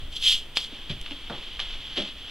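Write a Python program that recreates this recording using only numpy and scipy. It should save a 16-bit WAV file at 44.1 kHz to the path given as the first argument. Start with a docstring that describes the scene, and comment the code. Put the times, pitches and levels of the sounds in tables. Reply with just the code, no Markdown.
"""First comes a low, soft pat over faint kitchen noise; then a palm brushes across floury dough on a board.
One sharp smack follows, then more soft pats and small sticky ticks. A hiss and a low rumble of air lie below.
Brushing and pats are crowds of tiny random slips sent through filters; the smack is one filtered click.
Ticks are short fading noise bursts, and the background is shaped noise. The close microphone is strongest
near 3 kHz; a short, weak room echo surrounds the hands."""
import sys
import numpy as np
from scipy import signal
from scipy.fft import rfft, irfft
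from scipy.io import wavfile
from scipy.ndimage import uniform_filter1d

SR = 44100
rng = np.random.default_rng(int(sys.argv[2]) if len(sys.argv) > 2 else 0)


def unload_wav(signal):
    """Save mono or channel-first audio to the path in sys.argv[1] as 16-bit WAV at rate SR, clipped to [-1, 1]."""
    wavfile.write(
        sys.argv[1],
        SR,
        np.round(np.clip(np.atleast_2d(signal).T, -1, 1) * 32767).astype(np.int16),
    )


N = 101430
T = np.arange(N) / SR  # time in seconds


def amp(db):
    """Turns decibels into a gain."""
    return 10 ** (np.asarray(db) / 20)


def unit(x):
    """Scales a sound to an average strength (rms) of 1."""
    return x / np.sqrt(np.mean(x ** 2) + 1e-20)


def level(points, held=False):
    """Draws a gain over time through (time, dB) points; silent outside them unless held."""
    time_s, level_db = np.transpose(points)
    inside = (T >= time_s[0]) & (T <= time_s[-1])
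    return amp(np.interp(T, time_s, level_db)) * (held | inside)


# how strongly the microphone picks up each pitch: (pitch_hz, gain_db)
MICROPHONE = [(20, 10), (1500, 1), (2300, 8.5), (2800, 14), (3130, 21.5), (3400, 20), (3800, 10), (5000, 1),
              (7000, -5), (16000, -16.5)]


def response(spectrum, hz):
    """Gain at each pitch: the source's own tone colour plus the microphone's, added in dB."""
    total_db = 0
    for curve in (spectrum, MICROPHONE):
        pitch_hz, gain_db = np.transpose(curve)
        total_db = total_db + np.interp(np.log(hz + 1), np.log(pitch_hz + 1), gain_db)
    return amp(total_db)


def impulse(spectrum, size=4096):
    """A click of energy 1 with the given tone colour, its energy packed as early as possible."""
    gain = response(spectrum, abs(np.fft.fftfreq(size, 1 / SR)))
    # the Hilbert transform finds the phase that puts the energy at the start
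    log_spectrum = np.conj(signal.hilbert(np.log(gain + 1e-5)))
    click = np.fft.ifft(np.exp(log_spectrum)).real[:size // 2]
    return click / np.linalg.norm(click)


def convolve(x, ring):
    """Lets every sample of x set off a copy of the ring."""
    return signal.fftconvolve(x, ring)[:N]


def noise(spectrum):
    """Steady random noise of rms 1 with the given tone colour."""
    white = rfft(rng.standard_normal(N))
    return unit(irfft(white * response(spectrum, np.fft.rfftfreq(N, 1 / SR)), N))


def grains(per_s, spread_db, smooth):
    """Friction as tiny slips of random timing, sign and size, mixed with a smooth share of noise."""
    hits = rng.random(N) < per_s / SR
    signs = rng.choice([-1, 1], N)
    sizes = amp(spread_db * np.minimum(rng.exponential(1, N), 3))
    return unit(unit(hits * signs * sizes) + smooth * rng.standard_normal(N))


def flutter(depth_db, size):
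    """A gain that wavers at random; averaging twice over size samples slows it down."""
    slow = uniform_filter1d(uniform_filter1d(rng.standard_normal(N), size), size)
    return unit(amp(depth_db * np.clip(unit(slow), -2, 2)))


def hump(hz, fall_db):
    """Tone colour with a rounded peak at hz, falling by about fall_db per octave farther out."""
    return [(hz * 2. ** k, -fall_db * (np.hypot(k, .5) - .5)) for k in np.arange(-10, 10, .5)]


def puff(spectrum, fade_s):
    """A noise burst of peak 1 that dies away within a few fade times."""
    t = T[:SR // 20]
    fading = rng.standard_normal(len(t)) * np.exp(-t / fade_s)
    burst = signal.fftconvolve(fading, impulse(spectrum))
    return burst / abs(burst).max()


def add(mix, start_s, sound):
    """Mixes a sound in at its start time, cutting it at the end of the scene."""
    part = mix[round(start_s * SR):][:len(sound)]
    part += sound[:len(part)]


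# tone colours of kitchen noise, hiss and low moving air: (pitch_hz, relative_level_db)
KITCHEN_TONE = [(20, 15), (100, 10), (170, 7.5), (300, 8.5), (500, 5), (1000, 1.5), (1500, 4.5),
                (3250, -7.5), (5000, -6.5), (7000, -4), (10000, 1), (15500, 4)]
HISS_TONE = [(200, -28), (1000, 2), (2000, 0), (3250, 1), (4500, 1), (7000, -5.5), (10000, -13),
             (15500, -21)]
AIR_TONE = [(5, -11), (12, -4), (19, -3), (30, -18), (58, -16), (90, -38.5), (200, -45), (1000, -110)]
# loudness of the hiss and of the low rumble of air: (time_s, level_db)
HISS_LOUDNESS = [(0, -60), (.1, -60), (.52, -56), (.68, -47.5), (.73, -41.5), (.8, -43), (.98, -47.5),
                 (1.1, -40.5), (1.2, -45), (1.36, -39.5), (1.41, -41.5), (1.52, -40), (1.58, -42),
                 (1.72, -36), (1.8, -41), (1.94, -38.5), (2.09, -37.5), (2.135, -47.5), (2.22, -40.5),
                 (2.255, -43.5), (2.3, -37.5)]
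AIR_LOUDNESS = [(0, -37), (.28, -39), (.35, -34), (.43, -43), (.81, -42), (.89, -34), (1.02, -33),
                (1.06, -41), (1.5, -41), (1.63, -34), (1.91, -42), (2.3, -46)]
KITCHEN_DB = -46.5


def background():
    """Steady kitchen noise, a wavering hiss and a low rumble of air moving at the microphone."""
    kitchen = amp(KITCHEN_DB) * noise(KITCHEN_TONE)
    hiss = noise(HISS_TONE) * level(HISS_LOUDNESS, held=True) * flutter(depth_db=1.0, size=350)
    air = noise(AIR_TONE) * level(AIR_LOUDNESS, held=True)
    return kitchen + hiss + air


ROOM_DB, ROOM_T60_S = -11, 0.27  # echo strength; time to fall by 60 dB


def room(x):
    """Many blurred reflections, modelled as fading noise that starts 3 ms after the sound."""
    t = T[:SR // 2]
    tail = rng.standard_normal(len(t)) * amp(-60 * t / ROOM_T60_S) * (t > .003)
    return amp(ROOM_DB) * convolve(x, tail / np.linalg.norm(tail))


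LEFT_DELAY_S, HALF_DELAY_HZ = 2.3e-5, 1400  # left side's delay in the high treble; pitch with half of it
SIDE_HISS_DB = -56


def stereo(x):
    """Stereo: bass the same on both sides, treble slightly later on the left, faint opposite-sign hiss."""
    hz = np.fft.rfftfreq(N, 1 / SR)
    delay_s = LEFT_DELAY_S * hz ** 2 / (hz ** 2 + HALF_DELAY_HZ ** 2)
    left = irfft(rfft(x) * np.exp(-2j * np.pi * hz * delay_s), N)
    # tone colour of the side hiss: (pitch_hz, relative_level_db)
    side_hiss = amp(SIDE_HISS_DB) * noise([(150, -17), (500, -12.5), (3250, 9), (7000, 8), (15500, 9)])
    return np.array([left + side_hiss, x - side_hiss])


# small sticky ticks of skin and dough: (start_s, peak_db, centre_hz, fade_s)
STICKY_TICKS = [(1.0136, -27.5, 10000, 0.0013), (1.026, -41, 8000, 0.0026), (1.0617, -21.5, 1720, 0.0026),
                (1.066, -31, 3800, 0.0013), (1.1099, -22.5, 2580, 0.00026), (1.121, -23, 2160, 0.00088),
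                (1.594, -20, 1700, .0004), (1.5977, -37, 3300, .0004), (1.6007, -20.5, 3800, 0.0012)]
TICK_FALL_DB = 12.5  # about this much per octave either side of the centre


def ticks():
    """Skin leaving the dough gives tiny crackles, each centred on its own pitch."""
    out = np.zeros(N)
    for start_s, peak_db, centre_hz, fade_s in STICKY_TICKS:
        add(out, start_s, amp(peak_db) * puff(hump(centre_hz, TICK_FALL_DB), fade_s))
    return out


# the palm sliding over flour: (time_s, level_db)
BRUSH_STROKE = [(.1, -59), (.128, -39), (.146, -42.5), (.166, -31), (.194, -42.5), (.232, -25.5),
                (.258, -21), (.284, -17), (.31, -21.5), (.327, -18.5), (.35, -27), (.398, -39), (.44, -60)]
# soft hiss swelling just before the smack and fading after it: (time_s, level_db)
SMACK_HISS = [(.552, -44), (.564, -27.5), (.576, -22), (.587, -32.5), (.62, -35), (.632, -36), (.641, -34),
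              (.662, -41), (.685, -52)]
# tone colour of skin on flour, also used for the soft hiss: (pitch_hz, relative_level_db)
FLOUR_TONE = [(60, -15), (300, -29), (800, -17.5), (1500, -12.5), (2300, -7), (3250, 0.5), (5000, 2),
              (7000, 2), (10000, 1.5), (15500, -2)]


def brush():
    """Skin slides over flour in dense, wavering tiny slips; the same grains make the hiss around the smack."""
    slips = grains(per_s=4100, spread_db=2.5, smooth=1.0) * flutter(depth_db=0.5, size=70)
    loudness = level(BRUSH_STROKE) + level(SMACK_HISS)
    return convolve(slips * loudness, impulse(FLOUR_TONE))


# soft pats: (start_s, rise_s, fade_s, thud_hz, thud_db, board_db, slap_db, skin_db)
SOFT_PATS = [(0, 0.017, 0.049, 65, -37.5, -56.5, -68, -45.5),
             (.70, 0.016, 0.065, 264, -48.5, -52.5, -54.5, -62),
             (0.89, 0.013, 0.023, 130, -30, -41.5, -50.5, -30),
             (1.104, 0.0066, 0.019, 284, -41, -43.5, -43.5, -36),
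             (1.2973, 0.0016, 0.038, 127, -40, -36, -32.5, -35.5),
             (1.592, .004, 0.031, 200, -68, -55, -39.5, -27),
             (1.953, 0.027, 0.036, 282, -41.5, -35, -38, -24.5),
             (1.97, 0.013, 0.016, 201, -38.5, -28, -51, -31)]
# ringing tones of the board: (pitch_hz, relative_level_db, t60_s)
BOARD_RING = [(203, -11.5, 0.18), (262, -5, 0.063), (310, -1, 0.05), (370, 5, 0.031), (424, 0.5, 0.025),
              (475, -0.5, 0.023), (596, 0, 0.047), (662, -7.5, 0.021)]
# tone colours of the dull slap and the skin's fizz: (pitch_hz, relative_level_db)
SLAP_TONE = [(100, -34), (400, -12), (750, 5), (1300, -0.5), (2000, -6.5), (3200, -18), (8000, -48)]
SKIN_TONE = [(200, -41), (1000, 6.5), (2200, 3.5), (3250, 2), (4500, 3.5), (7000, -4.5), (10000, -5.5),
             (15500, -14)]
THUD_FALL_DB = 30.5  # about this much per octave either side of the thud's pitch


def pats():
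    """Each landing palm makes many small contacts that drive a dough thud, the board, a slap and skin fizz."""
    t = T[:SR // 4]
    board = np.zeros(len(t))
    for k, (pitch_hz, level_db, t60_s) in enumerate(BOARD_RING):
        sign = (-1) ** k  # neighbouring tones start in opposite directions
        board += sign * amp(level_db - 60 * t / t60_s) * np.sin(2 * np.pi * pitch_hz * t)
    shared_rings = [board, impulse(SLAP_TONE), impulse(SKIN_TONE)]
    out = np.zeros(N)
    for start_s, rise_s, fade_s, thud_hz, *levels_db in SOFT_PATS:
        age = T - start_s
        press = np.clip(age / rise_s, 0, 1) * np.exp(-np.maximum(age - rise_s, 0) / fade_s)
        contacts = press * grains(per_s=1500, spread_db=4.0, smooth=0.55)
        strength = np.sqrt(np.mean(press ** 2))
        thud = impulse(hump(thud_hz, THUD_FALL_DB))
        for ring, level_db in zip([thud] + shared_rings, levels_db):
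            out += amp(level_db) * unit(convolve(contacts, ring)) * strength
    return out


# the sharp smack: (start_s, peak_db)
SHARP_SMACK = (.5715, -3.5)
# tone colour of its crack: (pitch_hz, relative_level_db)
CRACK_TONE = [(60, -16), (200, -10.5), (900, -1.5), (1800, -5), (2600, -3.5), (3250, -17), (4100, -2.5),
              (4900, 8), (6000, -18), (8200, -7), (9200, -31), (15500, -41)]
PUFF_DB, PUFF_FADE_S = -23, .004  # peak and fade of the flour puff


def smack():
    """One hard hit gives a single sharp crack, together with a short high puff of flour."""
    out, crack = np.zeros(N), impulse(CRACK_TONE)
    start_s, peak_db = SHARP_SMACK
    add(out, start_s, amp(peak_db) * crack / abs(crack).max())
    add(out, start_s, amp(PUFF_DB) * puff(hump(hz=10000, fall_db=8), PUFF_FADE_S))
    return out


def scene():
    """Hands, dough and board in the kitchen, spread over two stereo sides."""
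    hands = ticks() + brush() + pats() + smack()
    return stereo(background() + room(hands) + hands)


CUTOFF_HZ = 15800


def record(dry):
    """A steep filter removes the treble above the cutoff."""
    low_pass = signal.firwin(511, CUTOFF_HZ, window=("kaiser", 9), fs=SR)
    return signal.oaconvolve(dry, low_pass[None], "same")


dry = scene()
out = record(dry)
unload_wav(out)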